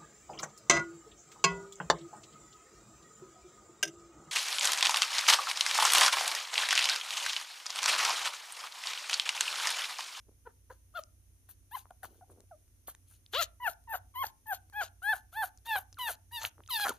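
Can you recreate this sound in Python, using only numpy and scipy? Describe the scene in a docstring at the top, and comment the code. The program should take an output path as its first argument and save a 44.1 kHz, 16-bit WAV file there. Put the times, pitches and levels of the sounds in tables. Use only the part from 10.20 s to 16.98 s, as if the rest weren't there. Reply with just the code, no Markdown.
"""Newborn puppy crying

A puppy held close to a stereo microphone in a soft furnished room whimpers, then cries in a steady bout.
Each cry is a stack of gliding partials, most with a rasp of random slaps and a puff of filtered noise.
Its wet mouth clicks with short rings and fur rustles in dull grains; an appliance hums on two low tones
that swell and drop out, over shaped-noise rumble and faint microphone hiss."""
import sys
import numpy as np
from scipy import signal
from scipy.fft import rfft, irfft, next_fast_len
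from scipy.io import wavfile
from scipy.ndimage import uniform_filter1d

SR = 44100
rng = np.random.default_rng(int(sys.argv[2]) if len(sys.argv) > 2 else 0)


def natural_amplitude(level_db):
    """Convert a level in decibels to a linear amplitude factor, elementwise."""
    exponent = np.asarray(level_db, float) / 20
    return 10 ** exponent


def output_pcm(signal):
    """Save a mono or channel-first signal as 16-bit PCM at the path in sys.argv[1].

    Samples are clipped to [-1, 1] before scaling.
    """
    pcm = np.clip(np.atleast_2d(signal).T, -1, 1) * 32767
    wavfile.write(sys.argv[1], SR, np.round(pcm).astype(np.int16))


N = 298998

# voiced cries, one curve each: (time [s], pitch [Hz], level [dB])
CRY_CURVES = [
    [(.253, 430, -68), (.259, 475.8, -58), (.268, 509.3, -47.5), (.275, 462.3, -40), (.283, 437.9, -62),
     (.293, 420.8, -58)],
    [(.496, 456, -67), (.508, 496, -42.5), (.518, 531, -61), (.526, 495, -53)],
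    [(.74, 588, -61), (.746, 639.2, -56), (.754, 698, -43), (.764, 718, -38), (.786, 643, -38.5),
     (.794, 610, -36), (.802, 618, -54)],
    [(1.512, 801, -63), (1.518, 830, -52.5), (1.546, 1035, -42.5), (1.554, 1041, -32), (1.564, 889, -48),
     (1.572, 817, -41), (1.58, 820, -67)],
    [(1.702, 711, -85), (1.708, 713, -47), (1.716, 734, -57.5), (1.722, 756, -57)],
    [(1.826, 798, -64.5), (1.832, 796, -54), (1.84, 733, -40.5), (1.85, 728, -74)],
    [(2.011, 860, -54), (2.016, 758.2, -57), (2.026, 700, -52.5), (2.036, 759.5, -53.5),
     (2.045, 858.8, -64)],
    [(2.305, 799, -93), (2.313, 774, -49.5), (2.323, 676, -49), (2.343, 600, -55.5), (2.352, 608, -58),
     (2.362, 619, -70)],
    [(3.127, 290, -63.5), (3.136, 390, -35.5), (3.146, 464.5, -33), (3.156, 518, -29.5),
     (3.172, 586.6, -29), (3.19, 685, -30), (3.2, 690, -25.5), (3.216, 636, -29), (3.236, 563, -43.5)],
    [(3.398, 981, -69), (3.404, 980, -46.5), (3.414, 980, -46.5), (3.432, 997, -37.5), (3.47, 842, -29),
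     (3.484, 702, -28.5), (3.498, 644, -44)],
    [(3.672, 978, -71.5), (3.677, 968, -51.5), (3.686, 911, -47.5), (3.722, 885, -36), (3.744, 745, -35),
     (3.758, 730, -34), (3.762, 730, -82)],
    [(3.94, 1139, -62), (3.95, 1039, -54), (3.96, 972, -39.5), (4.008, 1097, -36), (4.026, 1061, -28.5),
     (4.036, 933, -41), (4.044, 839, -26), (4.052, 865, -75.5)],
    [(4.258, 935, -64.5), (4.263, 895, -56), (4.272, 856, -50.5), (4.292, 896, -41), (4.322, 785, -31.5),
     (4.334, 728, -30.5), (4.346, 715, -61)],
    [(4.525, 894, -59), (4.539, 785, -49.5), (4.565, 849, -36.5), (4.605, 835, -29.5), (4.619, 723, -30),
     (4.639, 636, -45)],
    [(4.82, 681, -51.5), (4.842, 786, -39.5), (4.866, 825, -31.5), (4.9, 873, -24.5), (4.922, 867, -28),
     (4.936, 748, -26), (4.948, 718, -45)],
    [(5.128, 650, -54), (5.142, 732, -55.5), (5.174, 883, -33.5), (5.216, 876, -31.5), (5.232, 781, -30),
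     (5.244, 733, -30), (5.256, 731, -60)],
    [(5.452, 855, -65), (5.462, 898, -49.5), (5.486, 933, -37), (5.516, 879, -29), (5.558, 822, -31),
     (5.574, 754, -32.5), (5.592, 776, -42.5)],
    [(5.771, 1480, -52.5), (5.777, 1400, -56.5), (5.793, 1005, -40), (5.815, 1005, -33.5),
     (5.857, 932, -37), (5.883, 861, -32), (5.893, 764, -38.5), (5.907, 672, -38.5), (5.911, 670, -42)],
    [(6.112, 880, -61), (6.13, 963, -46.5), (6.16, 954, -37), (6.186, 882, -38), (6.202, 869, -50.5),
     (6.224, 906, -44.5), (6.234, 907, -51)],
    [(6.488, 1316, -49), (6.498, 1253, -47), (6.508, 1032, -38), (6.542, 935, -29.5), (6.564, 888, -30.5),
     (6.582, 829, -36.5), (6.615, 827.4, -31.5), (6.65, 822, -30.5), (6.656, 825, -40)],
    [(6.68, 1350, -43), (6.69, 1500, -37), (6.705, 1400, -42), (6.72, 950, -43), (6.732, 780, -72)],
]
# puffs of air, with or without a cry; a long cry may have several:
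# (start [s], break [s], tail [s], leak under the voice [dB], throat rasp [dB],
# mouth rush [dB], nostril hiss [dB], pinch: top nostril resonance against the lower ones [dB])
BREATH_ROWS = [ (0.29, 0.254, 0.062, -83, -39.5, -69, -57, 14),
               (0.493, 0.5, 0.078, -85, -54.5, -71, -62, 8), (0.726, 0.773, 0.054, -78, -52.5, -55, -50, 8),
               (1.28, 1.289, 0.054, -74, -58, -64.5, -49.5, 9),
               (1.502, 1.565, 0.07, -61.5, -52, -57.5, -46.5, 7.5),
               (1.826, 1.832, 0.056, -62, -49, -56.5, -46, 6), (1.89, 1.943, 0.096, -72, -75, -78, -68, 10),
               (2.104, 2.107, 0.042, -72, -72, -77, -59.5, -8),
               (2.663, 2.682, 0.051, -51.5, -46.5, -57.5, -41.5, 0),
               (2.863, 2.915, 0.087, -71, -71, -69.5, -63.5, -4),
               (3.111, 3.138, 0.055, -58, -45.5, -43.5, -49, 9),
               (3.16, 3.215, 0.044, -55.5, -42, -34.5, -31.5, 18),
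               (3.397, 3.471, 0.07, -66, -42, -52, -41.5, 5),
               (3.681, 3.743, 0.048, -59, -35, -53.5, -40.5, 17),
               (3.94, 4.04, 0.068, -57.5, -42.5, -50, -45, 21),
               (4.257, 4.331, 0.051, -58, -44, -50, -43, 9.5),
               (4.521, 4.617, 0.069, -64.5, -40, -46, -45, 3.5),
               (4.815, 4.938, 0.073, -51.5, -41.5, -55.5, -45.5, 3.5),
               (5.115, 5.235, .06, -61, -40, -53, -43, 4),
               (5.445, 5.56, 0.071, -54.5, -36, -55.5, -39, 7.5),
               (5.776, 5.892, 0.063, -52, -35, -44.5, -37.5, 3.5),
               (6.107, 6.212, .06, -54.5, -49, -43.5, -54, 2.5),
               (6.199, 6.244, 0.052, -57, -37, -44, -39.5, 8),
               (6.485, 6.599, 0.076, -43, -45, -45.5, -36.5, 7),
               (6.601, 6.665, 0.066, -41, -27.5, -42, -39, 5),
               (6.681, 6.699, 0.12, -29.5, -52, -63, -60, 2.5), ]
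# mouth of each cry: (resonance [Hz], roughness [1], octave against fundamental [dB],
# upper partials against fundamental [dB], upper partials' gain per dB of effort [dB/dB])
MOUTH_ROWS = [(1340, .3, -1, -1.5, -0.4), (1500, .3, 2, -6, .3), (3470, 0.25, 1, -2.5, .3),
              (3190, 0.14, -4.5, -10.5, .1), (1900, 0.31, -7, -32, .2), (3600, .5, -5, -12, .2),
              (1900, .4, -22, -43, .2), (2040, 0.33, -22.5, -36, .2), (3434, .4, -3.5, 5.5, -0.58),
              (2500, .1, -1.5, -6.5, 1), (2750, 0.21, -5.5, -14, 0.61), (2800, 0.056, -1.5, -15.5, -0.22),
              (2950, 0.19, -4.5, -18, .3), (2780, 0.071, -0.5, -9, 0.28), (3220, 0.13, 4.5, -10, -0.13),
              (3283, 0.06, -3, -16.5, -0.52), (3080, 0.27, -3, -5, -0.39), (3120, .15, 0, 2.5, 0.84),
              (3380, .15, 0.5, 6.5, 0.94), (3600, 0.43, 0.5, 9.5, .6), (3530, 0.837, -2, -29, .2)]


def rms_one(x):
    """Scale to unit power."""
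    return x / np.sqrt(np.mean(x ** 2) + 1e-20)


def in_time(rows):
    """Columns of a curve, one value per sample."""
    s, *columns = np.transpose(rows)
    return [np.interp(np.arange(N) / SR, s, c) for c in columns]


def in_bouts(tables, edge_s):
    """Columns of a list of curves, with a gate that is shut between them."""
    gate = np.zeros(N)
    for rows in tables:
        gate[int(rows[0][0] * SR):int(rows[-1][0] * SR)] = 1
    all_rows = sum(map(list, tables), [])
    return uniform_filter1d(gate, int(edge_s * SR)), in_time(all_rows)


def per_bout(starts_s, values):
    """One value a bout, held until 10 ms before the next bout."""
    bout = np.searchsorted(np.array(starts_s) - .01, np.arange(N) / SR) - 1
    return np.array(values)[np.maximum(bout, 0)]


def at_hz(points, hz):
    """Read a spectrum on a log-frequency axis."""
    points = np.array(points)
    return np.interp(np.log(hz), np.log(points[:, 0]), points[:, 1])


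def drift(corner_hz):
    """Slow chance of spread 1: noise through two equal poles."""
    r = np.exp(-2 * np.pi * corner_hz / SR)
    noise = rng.standard_normal(N + SR)
    return rms_one(signal.lfilter([1], [1, -2 * r, r * r], noise)[SR:])


def resonate(x, modes):
    """Parallel resonances with alternating signs, each passed twice for dark valleys."""
    out = 0
    for k, (hz, width_hz, level_db) in enumerate(modes):
        r = np.exp(-np.pi * width_hz / SR)
        b = (1 - r * r) / 2 * np.array([1, 0, -1])
        a = [1, -2 * r * np.cos(2 * np.pi * hz / SR), r * r]
        twice = signal.lfilter(b, a, signal.lfilter(b, a, x))
        out = out + (-1) ** k * natural_amplitude(level_db) * twice
    return out


def floor():
    """Steady shaped noise: rumble mostly alike on both sides, microphone hiss almost unrelated."""
    # (frequency [Hz], relative density [dB])
    spectrum = [(22, -28), (40, -8), (60, -11.5), (100, -10.5), (135, -20.5), (190, -28.5), (260, -22.5),
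                (420, -32), (900, -40.5), (2200, -40), (4800, -43.5), (6300, -32), (7500, -46.5),
                (9700, -30), (14500, -40)]
    # (frequency [Hz], left-right correlation [1])
    likeness = [(60, 0.53), (130, 0.95), (640, 0.39), (1400, 0.0077)]
    level_db = -66
    hz = np.maximum(np.arange(N // 2 + 1) * SR / N, 1)
    alike = np.clip(at_hz(likeness, hz), 0, 1)
    mid, side = rfft(rng.standard_normal((2, N))) * natural_amplitude(at_hz(spectrum, hz))
    mid = np.sqrt(1 + alike) * mid
    side = np.sqrt(1 - alike) * side
    return natural_amplitude(level_db) * rms_one(irfft([mid + side, mid - side], N))


def hum():
    """Two low motor tones, pitch wavering slightly, level swelling and dropping out."""
    # (time [s], lower tone level [dB], upper tone level [dB])
    levels = [(0.0, -66, -70), (3.1, -71.5, -67), (3.19, -56.5, -60), (3.42, -67.5, -70),
              (4.08, -68.5, -59), (4.13, -91, -93), (4.22, -92, -83), (4.28, -64, -64.5), (6.72, -69, -67),
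              (6.78, -74, -65)]
    # (lower tone [Hz], upper tone [Hz])
    tones_hz = (59, 91)
    out = 0
    for hz, level_db in zip(tones_hz, in_time(levels)):
        level = np.sqrt(2) * natural_amplitude(level_db + 3.4 * drift(12))
        out = out + level * np.sin(2 * np.pi * np.cumsum(hz + 0.63 * drift(2.8)) / SR)
    return out * natural_amplitude(np.array([[-1.2], [1.2]]))     # right side louder


def room(x):
    """Eight feedback delays a side, duller on every round."""
    t60_s, wall_cut_hz = 0.3, 3000
    size = next_fast_len(N + SR)
    hz = np.arange(size // 2 + 1) * SR / size
    source, out = rfft(x, size), np.zeros((2, size // 2 + 1), complex)
    for k, lag_s in enumerate(rng.uniform(0.012, 0.032, 16)):
        loop = natural_amplitude(-60 * lag_s / t60_s) / (1 + 1j * hz / wall_cut_hz) * np.exp(-2j * np.pi * hz * lag_s)
        out[k % 2] += (-1) ** (k // 2) * loop / (1 - loop)
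    return irfft(out * source, size)[:, :N]


def rustle(grains_per_s):
    """Hands shift on fur: dull grains in lumps."""
    # one curve a shift: (time [s], level [dB])
    shifts = [
        [(.075, -66), (.098, -49), (.12, -62)],
        [(1.87, -69), (1.93, -66.5), (2.0, -70)],
        [(2.09, -60), (2.13, -62), (2.2, -61.5), (2.26, -75)],
        [(6.35, -86), (6.39, -66), (6.42, -67)],
        [(6.66, -58), (6.7, -43.5), (6.76, -82)],
    ]
    # (resonance [Hz], width per pass [Hz], relative level [dB])
    fur_modes = [(308, 370, 61), (734, 380, -41)]
    gate, (level_db,) = in_bouts(shifts, edge_s=0.05)
    strength_db = 0.9 * rng.standard_normal(N) + 3.05 * drift(14.2)
    grains = (rng.random(N) < grains_per_s / SR) * natural_amplitude(strength_db)
    dull = signal.lfilter(*signal.butter(2, 1300, fs=SR), grains + 1e-18)
    return gate * natural_amplitude(level_db) * rms_one(resonate(dull, fur_modes))


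def clicks(ring_s, burst_s, crack_db):
    """A film of saliva snaps: a short ring at the pitch of the cavity; small high cavities also crack."""
    # wet clicks and pops: (time [s], ring peak [dB], ring pitch [Hz])
    snaps = [(0.837, -36, 5660), (1.2904, -72, 13660), (1.6557, -45.5, 950), (1.7093, -43, 850),
             (1.667, -59, 1000), (1.7072, -49.5, 9300), (1.8464, -34, 1220), (1.8551, -38.5, 915),
             (2.0998, -50, 900), (2.1773, -58, 590), (2.203, -58, 700), (2.205, -48.5, 9200),
             (2.4796, -63.5, 11550), (2.6747, -57, 13500), (2.6827, -35.5, 770), (2.7485, -50, 1660),
             (2.75, -44, 8900), (3.0629, -43, 3900), (3.514, -50, 13100), (3.5338, -51.5, 13500),
             (3.639, -65, 13500), (4.0677, -30, 4830), (4.499, -54.5, 11220), (5.3752, -44, 6130),
             (5.3851, -56, 4620), (5.728, -40, 5980), (5.7325, -46, 5600), (5.744, -49, 4470),
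             (6.2506, -16.5, 2875), (6.381, -48, 1070), (6.4046, -43.5, 1030), (6.437, -48.5, 3040),
             (6.462, -46, 3680), (6.477, -40, 6320), (6.6553, -23, 1284)]
    out, t = np.zeros(N), np.arange(int(0.0062 * SR)) / SR
    cracks = rng.standard_normal((len(snaps), len(t)))
    for (s, peak_db, hz), crack in zip(snaps, cracks):
        decay = np.exp(-t * np.sqrt(hz / 3000) / ring_s)      # big cavities ring longer
        ring = np.sin(2 * np.pi * hz * t) * t * decay
        burst = natural_amplitude(crack_db) * (hz / 6000) ** 2 * crack * np.exp(-t / burst_s)
        at = int(s * SR)
        out[at:at + len(t)] += natural_amplitude(peak_db) * (ring / np.max(np.abs(ring)) + burst)
    return out


def pinch():
    """How pinched the nostrils are, held from each puff of air to the next, in dB."""
    return per_bout([row[0] for row in BREATH_ROWS], [row[-1] for row in BREATH_ROWS])


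def airflow():
    """Each row: first puff, leak under the voice, burst at the break, short tail; gate and three levels."""
    # rows rasp, rush, hiss: (first puff, lull [dB re leak; rasp: re its own level],
    # at the break, after the hold, at the end [dB re own level])
    shapes = [(-24.5, -36, 1.5, -15, -37), (-3.5, -6, -4, -1.3, -20.5), (2, 4.5, -2.5, -2.5, -28.5)]
    puff_s, swell_s, hold_share, still_db = 0.013, 0.036, 0.4, -88.5      # hold: share of the tail
    gate, levels = np.zeros(N), np.full((3, N), -120.)
    for start, burst, tail_s, leak_db, rasp_db, rush_db, hiss_db, _ in BREATH_ROWS:
        s = np.array([start, start + puff_s, burst - swell_s,
                      burst, burst + hold_share * tail_s, burst + tail_s])
        # keep puff and lull before the break
        s[1:3] = np.minimum(np.maximum.accumulate(s[1:3]), burst - .002)
        at = np.arange(int(start * SR), min(int(s[-1] * SR), N))
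        gate[at] = 1
        early = (rasp_db, leak_db, leak_db)
        late = (rasp_db, rush_db, hiss_db)
        for level, early_db, late_db, shape in zip(levels, early, late, shapes):
            db = np.r_[still_db, early_db + np.array(shape[:2]), late_db + np.array(shape[2:])]
            level[at] = np.maximum(level[at], np.interp(at / SR, s, db))
    return gate, levels


def breath(gate, rasp_db, rush_db, hiss_db, pulsing, clear, slaps_per_s):
    """Loose folds slap at random into the throat; air rushes through mouth and nostrils, pulsed by the voice."""
    # all three: (resonance [Hz], width per pass [Hz], relative level [dB])
    rasp_modes = [(700, 570, 1.5), (1500, 640, 2)]
    rush_modes = [(2870, 1800, -13), (4350, 1100, -13.5), (6440, 1600, -11)]
    nostril_modes = [(6480, 530, -25.5), (9780, 1870, 17), (13010, 2000, 4)]
    strength_db = 1.9 * np.clip(rng.standard_normal(N), -2, 2)
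    slaps = (rng.random(N) < slaps_per_s / SR) * natural_amplitude(strength_db)
    rasp = resonate(slaps + 0.029 * rng.standard_normal(N), rasp_modes)
    # the small throat passes little bass
    rasp = rms_one(signal.lfilter(*signal.butter(2, 400, "high", fs=SR), rasp))
    flutter = 1.5 + rms_one(signal.lfilter([1], [1, -.96], slaps))       # each slap lets out a puff
    rush = rms_one(resonate(flutter * rng.standard_normal(N), rush_modes))
    air = natural_amplitude(2.6 * drift(150)) * rng.standard_normal(N)
    bright = natural_amplitude(pinch() / 2)
    lower = rms_one(resonate(air, nostril_modes[:-1]))
    top = rms_one(resonate(air, nostril_modes[-1:]))
    hiss = (lower / bright + top * bright) / np.sqrt(bright ** 2 + bright ** -2)
    # a clear voice leaves the mouth almost free of rush
    flow = natural_amplitude(rush_db - 14.0 * clear) * rush + natural_amplitude(hiss_db) * hiss
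    return gate * (natural_amplitude(rasp_db) * rasp + pulsing * flow)


def partial_levels(pitch, level_db):
    """Share a cry's level among fundamental, octave and upper partials, in dB."""
    # throat's lift of the octave partial near its resonance: (frequency of the octave [Hz], gain [dB])
    octave_gain = [(600, -1.5), (900, 1.5), (1300, 8), (1600, 4), (1760, 3), (1900, -9), (2150, -11.5),
                   (2900, -20)]
    close_s, close_octave_db, close_upper_db = 0.019, -19.5, -13.5      # closing mouth dulls the end
    open_s, open_upper_db = 0.0043, -11      # opening mouth lets the upper partials out
    starts_s = [rows[0][0] for rows in CRY_CURVES]
    spans = [(rows[0][0], rows[-1][0], np.max(np.array(rows)[:, 2])) for rows in CRY_CURVES]
    start, end, top_db = per_bout(starts_s, spans).T
    octave_db, upper_db, follows = per_bout(starts_s, MOUTH_ROWS).T[2:]
    t = np.arange(N) / SR
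    shut = np.clip(1 - (end - t) / close_s, 0, 1)
    opening = np.clip(1 - (t - start) / open_s, 0, 1)
    effort_db = follows * (level_db - top_db)
    shares_db = np.array([
        0 * pitch,
        octave_db + at_hz(octave_gain, 2 * pitch) + close_octave_db * shut,
        upper_db + effort_db + close_upper_db * shut + open_upper_db * opening])
    return level_db + shares_db - 10 * np.log10(np.sum(natural_amplitude(shares_db) ** 2, axis=0))


def voice(rasp_db, hiss_db, jitter, shimmer_db):
    """The vocal folds give a stack of partials; the rougher the cry, the less steady its pitch and level."""
    # mouth resonance shaping the upper partials: (multiple of its centre [1], gain [dB])
    throat_gain = [(.35, -4), (.7, -9.5), (1.0, 1), (1.3, -8), (1.55, -22.5), (1.75, -23.5), (2.5, -30),
                   (6.0, -58)]
    treble_db, tear_db = -3.5, 10.0      # treble at 12.5 kHz re nostril hiss; tear per unit roughness
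    gate, (pitch, level_db) = in_bouts(CRY_CURVES, edge_s=0.00083)
    first_db, octave_db, upper_db = partial_levels(pitch, level_db)
    mouth_hz, rough = per_bout([rows[0][0] for rows in CRY_CURVES], MOUTH_ROWS).T[:2]
    # treble is tonal while the folds close well: voice well clear of the rasp
    clear = gate * np.clip((np.maximum(first_db, octave_db) - rasp_db - 15) / 12, 0, 1)
    rough = rough * (2.5 - 1.5 * clear)      # the voice tears where the rasp takes over
    phase = 2 * np.pi * np.cumsum(pitch * (1 + jitter * rough * drift(80))) / SR
    on = gate > 0
    hz = np.arange(3, 30)[:, None] * pitch[on]
    throat = natural_amplitude(at_hz(throat_gain, hz / mouth_hz[on]))
    throat *= natural_amplitude(upper_db[on]) / np.sqrt(np.sum(throat ** 2, axis=0))
    slope_db = 11.0 + pinch()[on]      # per octave
    treble = clear[on] * natural_amplitude(hiss_db[on] + treble_db + slope_db * np.log2(hz / 12500))
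    high = np.clip((hz - 8300) / 800, 0, 1)     # up here the nostrils take over
    levels = ((1 - high) * throat + high * treble) * (hz < .4 * SR)
    # every upper partial wavers at its own shift of the drift, the highest most
    flicker, tear = drift(42), drift(190)
    torn_db = tear_db * np.minimum(rough[on], .55)
    for k in range(len(levels)):
        levels[k] *= natural_amplitude((0.8 + 1.3 * high[k]) * np.roll(flicker, 9001 * k)[on])
        levels[k] *= natural_amplitude(torn_db * (np.roll(tear, 7001 * k)[on] - 1.0))
    wave = natural_amplitude(first_db[on]) * np.cos(phase[on]) + natural_amplitude(octave_db[on]) * np.cos(2 * phase[on])
    wave += sum(level * np.cos(k * phase[on] + k * k * 0.11) for k, level in enumerate(levels, 3))
    out = np.zeros(N)
    out[on] = -np.sqrt(2) * wave        # pressure pulses point down
    return out * gate * natural_amplitude(shimmer_db * rough * drift(80)), phase, clear


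def placed(x, shadow_hz, echo_db):
    """The muzzle's side sets the lag, and the level above the bass; the restless hands throw short echoes."""
    # (time [s], left over right [dB], lag of the left side [ms])
    muzzle = [(.3, 2.5, 0.042), (1.5, 6.5, 0.026), (2.7, 0, 0.051), (3.2, 6, -0.03), (3.7, 5.5, -0.088),
              (4.3, 6, -0.078), (5.5, 2, 0.016), (6.6, 1.5, 0.027)]
    # mean echo delay: (left [s], right [s])
    echo_delays_s = (0.000797, 0.001154)
    pan_db, lag_ms = in_time(muzzle)
    fine = signal.resample_poly(x, 4, 1)      # for clean fractional delays
    at, out = np.arange(N), []
    for side, echo_s in zip((1, -1), echo_delays_s):
        heard = np.interp(4 * (at - side * lag_ms * SR / 2000), np.arange(4 * N), fine)
        bass = signal.lfilter(*signal.butter(1, shadow_hz, fs=SR), heard)
        upper = heard - bass
        echo = np.interp(at - echo_s * SR * (1 + 0.19 * drift(2.26)), at, upper)
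        out.append(bass + natural_amplitude(side * pan_db / 2) * (upper + natural_amplitude(echo_db) * echo))
    return np.array(out)


def scene():
    """Puppy near the microphone, its room sound, hum and floor."""
    gate, (rasp_db, rush_db, hiss_db) = airflow()
    cries, phase, clear = voice(rasp_db, hiss_db, jitter=.011, shimmer_db=1.0)
    # a clear voice leaks less air, one puff per fold cycle
    pulsing = natural_amplitude(-5.0 * clear) * (1 + 0.2 * clear * np.cos(phase))
    puppy = cries + breath(gate, rasp_db, rush_db, hiss_db, pulsing, clear, slaps_per_s=500.0)
    puppy += clicks(ring_s=0.00023, burst_s=0.00051, crack_db=-6.5)
    puppy += rustle(grains_per_s=170.0)
    room_db = -24
    return placed(puppy, shadow_hz=900, echo_db=-10.5) + natural_amplitude(room_db) * room(puppy) + hum() + floor()


def roll_off(x):
    """The treble ends steeply here."""
    return signal.sosfilt(signal.butter(12, 15590, fs=SR, output="sos"), x)


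def record(dry):
    """A steep elliptic low-pass cuts the top of the mix."""
    cutoff_hz = 14680
    low_pass = signal.ellip(8, 1, 40, cutoff_hz, fs=SR, output="sos")
    return roll_off(signal.sosfilt(low_pass, dry))


dry = scene()
out = record(dry)
output_pcm(out)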